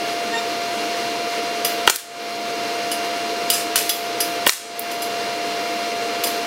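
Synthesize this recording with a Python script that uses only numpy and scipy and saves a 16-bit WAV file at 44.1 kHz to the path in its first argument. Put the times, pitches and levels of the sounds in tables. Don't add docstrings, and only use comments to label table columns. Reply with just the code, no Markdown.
import sys
import numpy as np
from scipy import signal
from scipy.fft import rfft, irfft
from scipy.io import wavfile

SR = 44100
rng = np.random.default_rng(int(sys.argv[2]) if len(sys.argv) > 2 else 0)


def file_out(sig):
    cols = np.atleast_2d(sig).T
    lim = np.clip(cols, -1, 1)
    pcm = np.round(lim * 32767).astype(np.int16)
    wavfile.write(sys.argv[1], SR, pcm)


def natural_amplitude(level_db):
    exponent = np.asarray(level_db, float) / 20
    return 10 ** exponent


N = 284886


def rms_one(x):
    return x / np.sqrt(np.mean(x ** 2) + 1e-20)


def drift(rate_hz):
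    r = np.exp(-80 * np.pi * rate_hz / SR)
    slow = signal.lfilter([1], [1, -2 * r, r * r], rng.standard_normal(N // 40 + 2002))[2000:]
    return np.interp(np.arange(N) / 40, np.arange(len(slow)), rms_one(slow))


def ring(x, hz, t60_s):
    r = natural_amplitude(-60 / (t60_s * SR))
    w = 2 * np.pi * hz / SR
    return signal.lfilter([0, np.sin(w)], [1, -2 * r * np.cos(w), r * r], x + 1e-18)


def band(x, low_hz, high_hz):
    edges_hz = np.clip([low_hz, max(high_hz, 1.2 * low_hz)], 10, .45 * SR)
    return signal.sosfilt(signal.butter(2, edges_hz, "band", fs=SR, output="sos"), x)


def grains(count, share, spread_db):
    sizes = natural_amplitude(spread_db * np.minimum(rng.exponential(1, count), 4))
    signs = rng.choice([-1, 1], count)
    return rms_one(sizes * signs * (rng.random(count) < share))


def swell_db(start_s, hold_s, attack_db_per_s, release_db_per_s):
    since_s = np.arange(N) / SR - start_s
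    return attack_db_per_s * np.minimum(since_s, 0) - release_db_per_s * np.maximum(since_s - hold_s, 0)


# start_s, peak_db, low_hz, high_hz
CRACKS = [(1.8733, -4, 3000, 18000), (1.8757, 0.5, 4000, 12000), (1.8838, -2, 900, 4960),
          (1.8888, -12, 900, 5000), (1.8942, -13, 1500, 7000), (1.8984, 6.5, 890, 11700),
          (1.9045, -5, 1000, 9000), (1.9066, -3, 6000, 18000), (1.913, -10, 7000, 18000),
          (1.9555, -14, 7000, 18000), (1.9586, -7, 3000, 18000), (1.9604, -2, 2000, 17800),
          (1.9668, -11, 4000, 18000), (3.5017, 1, 1500, 18000), (3.7575, -6, 910, 2600),
          (3.7582, 1, 900, 18000), (3.7784, -2, 1200, 12000), (3.884, -20, 9000, 18000),
          (4.4643, -5, 1500, 18000), (4.4655, -1.5, 1800, 18000), (4.4695, -1, 1500, 18000),
          (4.4743, 4, 3000, 18000), (4.4826, -6, 2500, 16000), (4.494, 6.5, 880, 7000),
          (4.5023, -3, 1500, 18000), (4.7933, -7, 10500, 18000), (4.7942, -4, 12500, 18000),
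          (4.7958, -10, 12500, 18000), (4.803, -20, 9000, 17800)]
# start_s, peak_db, tilt_db_per_octave
STRIKES = [
    (1.8757, 2, 1.2),
    (4.4674, -3, 0),
]
# low_hz, high_hz, level_db, t60_ms
BOOM = [(223, 820, -4.5, 29), (830, 1240, -2, 17), (1420, 1840, -1, 16), (2600, 3750, 3.5, 11)]
CRACK_T60_MS, CRACK_MS_PER_DB = 7.9, 0.96
FLOOR_ECHO_S, FLOOR_ECHO_DB = .0021, -4


def arc():
    out, t = np.zeros(N), np.arange(SR // 20) / SR
    bursts = []
    for s, db, low_hz, high_hz in CRACKS:
        bursts.append((s, db, low_hz, high_hz, max(CRACK_T60_MS + CRACK_MS_PER_DB * db, 3)))
    for s, db, tilt_db in STRIKES:
        for low_hz, high_hz, band_db, t60_ms in BOOM:
            boom_db = db + band_db + tilt_db * np.log2(low_hz / 1000)
            bursts.append((s, boom_db, low_hz, high_hz, t60_ms))
    for k, (s, db, low_hz, high_hz, t60_ms) in enumerate(bursts):
        spikes = grains(len(t), 0.15, 3.34)
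        spikes[0] = 4.5 * (-1) ** k
        burst = band(spikes * natural_amplitude(-60000 * t / t60_ms), low_hz, high_hz)
        burst = burst + natural_amplitude(FLOOR_ECHO_DB) * np.roll(burst, round(FLOOR_ECHO_S * SR))
        at = round(s * SR)
        out[at:at + len(t)] += natural_amplitude(db - gain_db(s)) * burst / abs(burst).max()
    return out


# start_s, level_db_rms, fade_db_per_s, length_s
SIZZLE = [
    (1.868, -29.5, 25, 0.13),
    (3.518, -23.5, 73, 0.1),
    (3.764, -21, 136, 0.2),
    (4.472, -21.5, 93, 0.063),
]


def sizzle():
    clicks = grains(N, 0.43, 1.6) * natural_amplitude(1.8 * drift(90.0))
    spatter = rms_one(band(clicks, 1150, 11800))
    out, now_s = np.zeros(N), np.arange(N) / SR
    for s, db, fade_db_per_s, length_s in SIZZLE:
        life_db = swell_db(s, length_s, 6000, 300) - fade_db_per_s * np.maximum(now_s - s, 0)
        out += spatter * natural_amplitude(db + life_db - gain_db(now_s))
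    return out


# centre_s, peak_db, width_ms
THUDS = [
    (1.8766, -25, 7.8),
    (1.879, -25, 1.1),
]


def thuds():
    t = np.arange(N) / SR
    return sum(natural_amplitude(db - gain_db(s)) * np.exp(-((t - s) * 4000 / width_ms) ** 2) for s, db, width_ms in THUDS)


# start_s, peak_db, low_favoured_hz, high_favoured_hz, rattle_db
TAPS = [(1.6475, -8, 5060, 11800, 9), (2.9145, -12.5, 2960, 8600, 1), (3.0464, -28, 4600, 8740, 1.0),
        (3.5004, -3.5, 2980, 11500, 2), (3.5344, -11.5, 4950, 7330, 5), (3.7567, -6, 2960, 8700, 9),
        (3.7854, -19, 4960, 11200, 17), (3.8928, -4.5, 3380, 10200, 9), (4.203, -7, 5920, 10500, 7.5),
        (4.9134, -22.5, 3200, 7400, 7), (5.019, -18.5, 4800, 7330, 7), (6.2366, -9.5, 3080, 7410, 8),
        (6.268, -16.5, 4630, 8880, 8)]
# pitch_hz, level_db, t60_s
BAR = [(2960, -3, .06), (3380, -8, .25), (4660, -7, .2), (4950, 0, .18), (5190, -5, .06), (5930, -3, .08),
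       (6240, -7, .18), (6880, -12, .15), (7335, -9, .2), (7420, -6, .1), (8190, -12, .2), (8730, -4, .1),
       (8880, -7, .22), (9400, -6, .15), (9780, -8, .08), (10170, -3, .16), (10480, -6, .08),
       (10680, -5, .2), (11180, -5, .2), (11340, -6, .1), (11660, -5, .12), (11820, -10, .12),
       (12300, -9, .15), (12590, -8, .28), (12720, -10, .2), (13200, -11, .18), (13850, -7, .25),
       (14270, -8, .2), (14870, -9, .16), (15400, -16, .1)]
CHATTER_MS, GRIP = 4.5, .92
TAP_TILT_DB = -0.56


def bar_modes(contact, low_hz, high_hz):
    luck_db, body = rng.normal(0, 2.0, len(BAR)), 0
    for (hz, level_db, t60_s), chance_db in zip(BAR, luck_db):
        push = contact * rng.standard_normal(len(contact))
        mode = ring(push, hz, GRIP * t60_s)
        mode = mode + .7 * ring(push, hz * rng.uniform(.99, 1.01), GRIP * t60_s / 2)
        favour_db = sum(boost_db * np.exp(-(np.log(hz / favoured_hz) / .02) ** 2)
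                        for favoured_hz, boost_db in ((low_hz, 10), (high_hz, 5)))
        mode_db = level_db + chance_db + favour_db + TAP_TILT_DB * np.log2(hz / 8000)
        body = body + natural_amplitude(mode_db) * mode / abs(mode).max()
    return body / abs(body).max()


def taps():
    out, t = np.zeros(N), np.arange(SR // 3) / SR
    contact = np.exp(-t * 1000 / CHATTER_MS) * np.clip(t / .0012, 0, 1)
    for s, db, low_hz, high_hz, rattle_db in TAPS:
        body = bar_modes(contact, low_hz, high_hz)
        rattle = grains(len(t), 1.0, 2.0) * (contact + 0.35 * natural_amplitude(-60 * t / 0.42))
        dull, bright = band(rattle, 1900, 7000), band(rattle, 8300, 14500)
        rattle = natural_amplitude(-TAP_TILT_DB) * dull + natural_amplitude(TAP_TILT_DB) * bright
        hit = body + 0.22 * natural_amplitude(rattle_db) * rattle
        at = round(s * SR)
        out[at:at + len(t)] += (natural_amplitude(db - gain_db(s)) * hit)[:N - at]
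    return band(out, 1500, 19000)


# multiple, level_db_rms, lag_s
SQUEAK = [(1, -28, -0.0057), (2, -28, -.015), (3, -36, -0.018), (4, -32, 0.0013), (6, -42, .001),
          (8, -39, -0.00089), (11, -50, .001)]
SQUEAK_S, SQUEAK_HZ, SQUEAK_WAVER_DB = .36, 918, 3


def squeak():
    phase = 2 * np.pi * np.cumsum(SQUEAK_HZ * (1 + .002 * drift(60.0))) / SR
    out = np.zeros(N)
    for k, db, lag_s in SQUEAK:
        life_db = swell_db(SQUEAK_S + lag_s, .03, 450, 450)
        level_db = db + SQUEAK_WAVER_DB * drift(25.0) + life_db
        out += np.sqrt(2) * natural_amplitude(level_db) * np.sin(round(k) * phase)
    return out


# centre_hz, t60_s
ROOM = [(150, 1), (500, 0.63), (2000, 0.44), (6000, 0.41), (14000, 0.23)]
ROOM_DB, FAR_WALL_S, FAR_WALL_DB = -8, .028, 4.0


def room(x):
    t, tail = np.arange(SR) / SR, 0
    for hz, t60_s in ROOM:
        noise = rms_one(band(rng.standard_normal(SR), hz / 1.97, hz * 1.46))
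        tail = tail + noise * np.sqrt(hz) * natural_amplitude(-60 * t / t60_s)
    wall_db = FAR_WALL_DB * np.exp(-((t - FAR_WALL_S) / .006) ** 2)
    tail = tail * np.clip(t / .004, 0, 1) * natural_amplitude(wall_db)
    return natural_amplitude(ROOM_DB) * signal.fftconvolve(x, tail / np.sqrt(np.sum(tail ** 2)))[:N]


FAN_ORDERS = [(.505, -69), (1, -63), (7, -27), (12, -46), (14, -44), (21, -48.5), (22.2, -48), (24, -44),
              (28, -40), (35, -75), (42, -41), (49, -46), (56, -52), (63, -56), (70, -63)]
TURNS_HZ = 99.2


def fan_tones(turn):
    out = np.zeros(N)
    for k, db in FAN_ORDERS:
        level_db = db + 0.17 * np.sqrt(k) * drift(11.4)
        out += np.sqrt(2) * natural_amplitude(level_db) * np.sin(k * turn + rng.uniform(0, 2 * np.pi))
    return out


# pitch_hz, density_db_per_hz
AIR = [(25, -56), (60, -39), (100, -25), (170, -34.5), (300, -11.5), (560, -13), (800, -15), (1100, -14),
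       (2400, -15.5), (4500, -17.5), (6000, -21.5), (7500, -28.5), (11000, -32.5), (16000, -39)]
AIR_DB = -28


def air_rush(turn):
    air_hz, air_db = np.transpose(AIR)
    hz = np.maximum(np.arange(N // 2 + 1) * SR / N, 1)
    shaped = rfft(rng.standard_normal(N)) * natural_amplitude(np.interp(np.log(hz), np.log(air_hz), air_db))
    together, rush = drift(6.8), 0
    for octave in range(5, 15):
        share = np.clip(1 - abs(np.log2(hz) - octave), 0, 1)
        flicker_db = .5 * together + .6 * drift(14.0)
        rush = rush + irfft(shaped * share, N) * natural_amplitude(flicker_db)
    return natural_amplitude(AIR_DB) * rms_one(rush) * (1 + 0.014 * np.sin(2 * turn))


# pitch_hz, width_hz, level_db_rms
CASE = [(136.5, 21.4, -54), (222.2, 38.4, -43.5), (316, 36.7, -39), (456.8, 51.6, -33.5), (505.7, 29, -41),
        (605, 35, -43.5), (960, 29, -44), (2116, 150, -43)]


def case():
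    out = np.zeros(N)
    for hz, width_hz, db in CASE:
        rush = band(rng.standard_normal(N), hz - width_hz, hz + width_hz)
        out += natural_amplitude(db + 0.77 * drift(6.3)) * rms_one(ring(rush, hz, 2.12 / width_hz))
    return out


def fan():
    turn = 2 * np.pi * np.cumsum(TURNS_HZ * (1 + .00015 * drift(2.0))) / SR
    return fan_tones(turn) + air_rush(turn) + case()


# start_s, depth_db
DUCKS = [
    (1.873, 12.5),
    (1.9, 9.5),
    (1.96, 14.5),
    (3.5, 2),
    (3.756, 4),
    (3.892, 4),
    (4.203, 0),
    (4.465, 11),
    (4.494, 23),
    (4.8, 0),
]
DUCK_ATTACK_S, DUCK_RELEASE_S, REST_DB = 0.0083, .17, -0.23


def gain_db(s):
    start_s, depth_db = np.transpose(DUCKS)
    since_s = np.maximum(np.asarray(s)[..., None] - start_s, 0)
    duck = np.exp(-since_s / DUCK_RELEASE_S) - np.exp(-since_s / DUCK_ATTACK_S)
    return REST_DB - duck @ depth_db


def scene():
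    near = arc() + sizzle() + taps()
    mono = near + room(near) + thuds() + squeak() + fan()
    return np.array([mono, mono])


def roll_off(x):
    return signal.sosfilt(signal.butter(12, 16420, fs=SR, output="sos"), x)


def record(dry):
    level = dry * natural_amplitude(gain_db(np.arange(N) / SR))
    level = signal.sosfilt(signal.ellip(8, .5, 26, 15800, fs=SR, output="sos"), level)
    mix = np.clip(level, -.98, .98)
    return roll_off(mix)


dry = scene()
out = record(dry)
file_out(out)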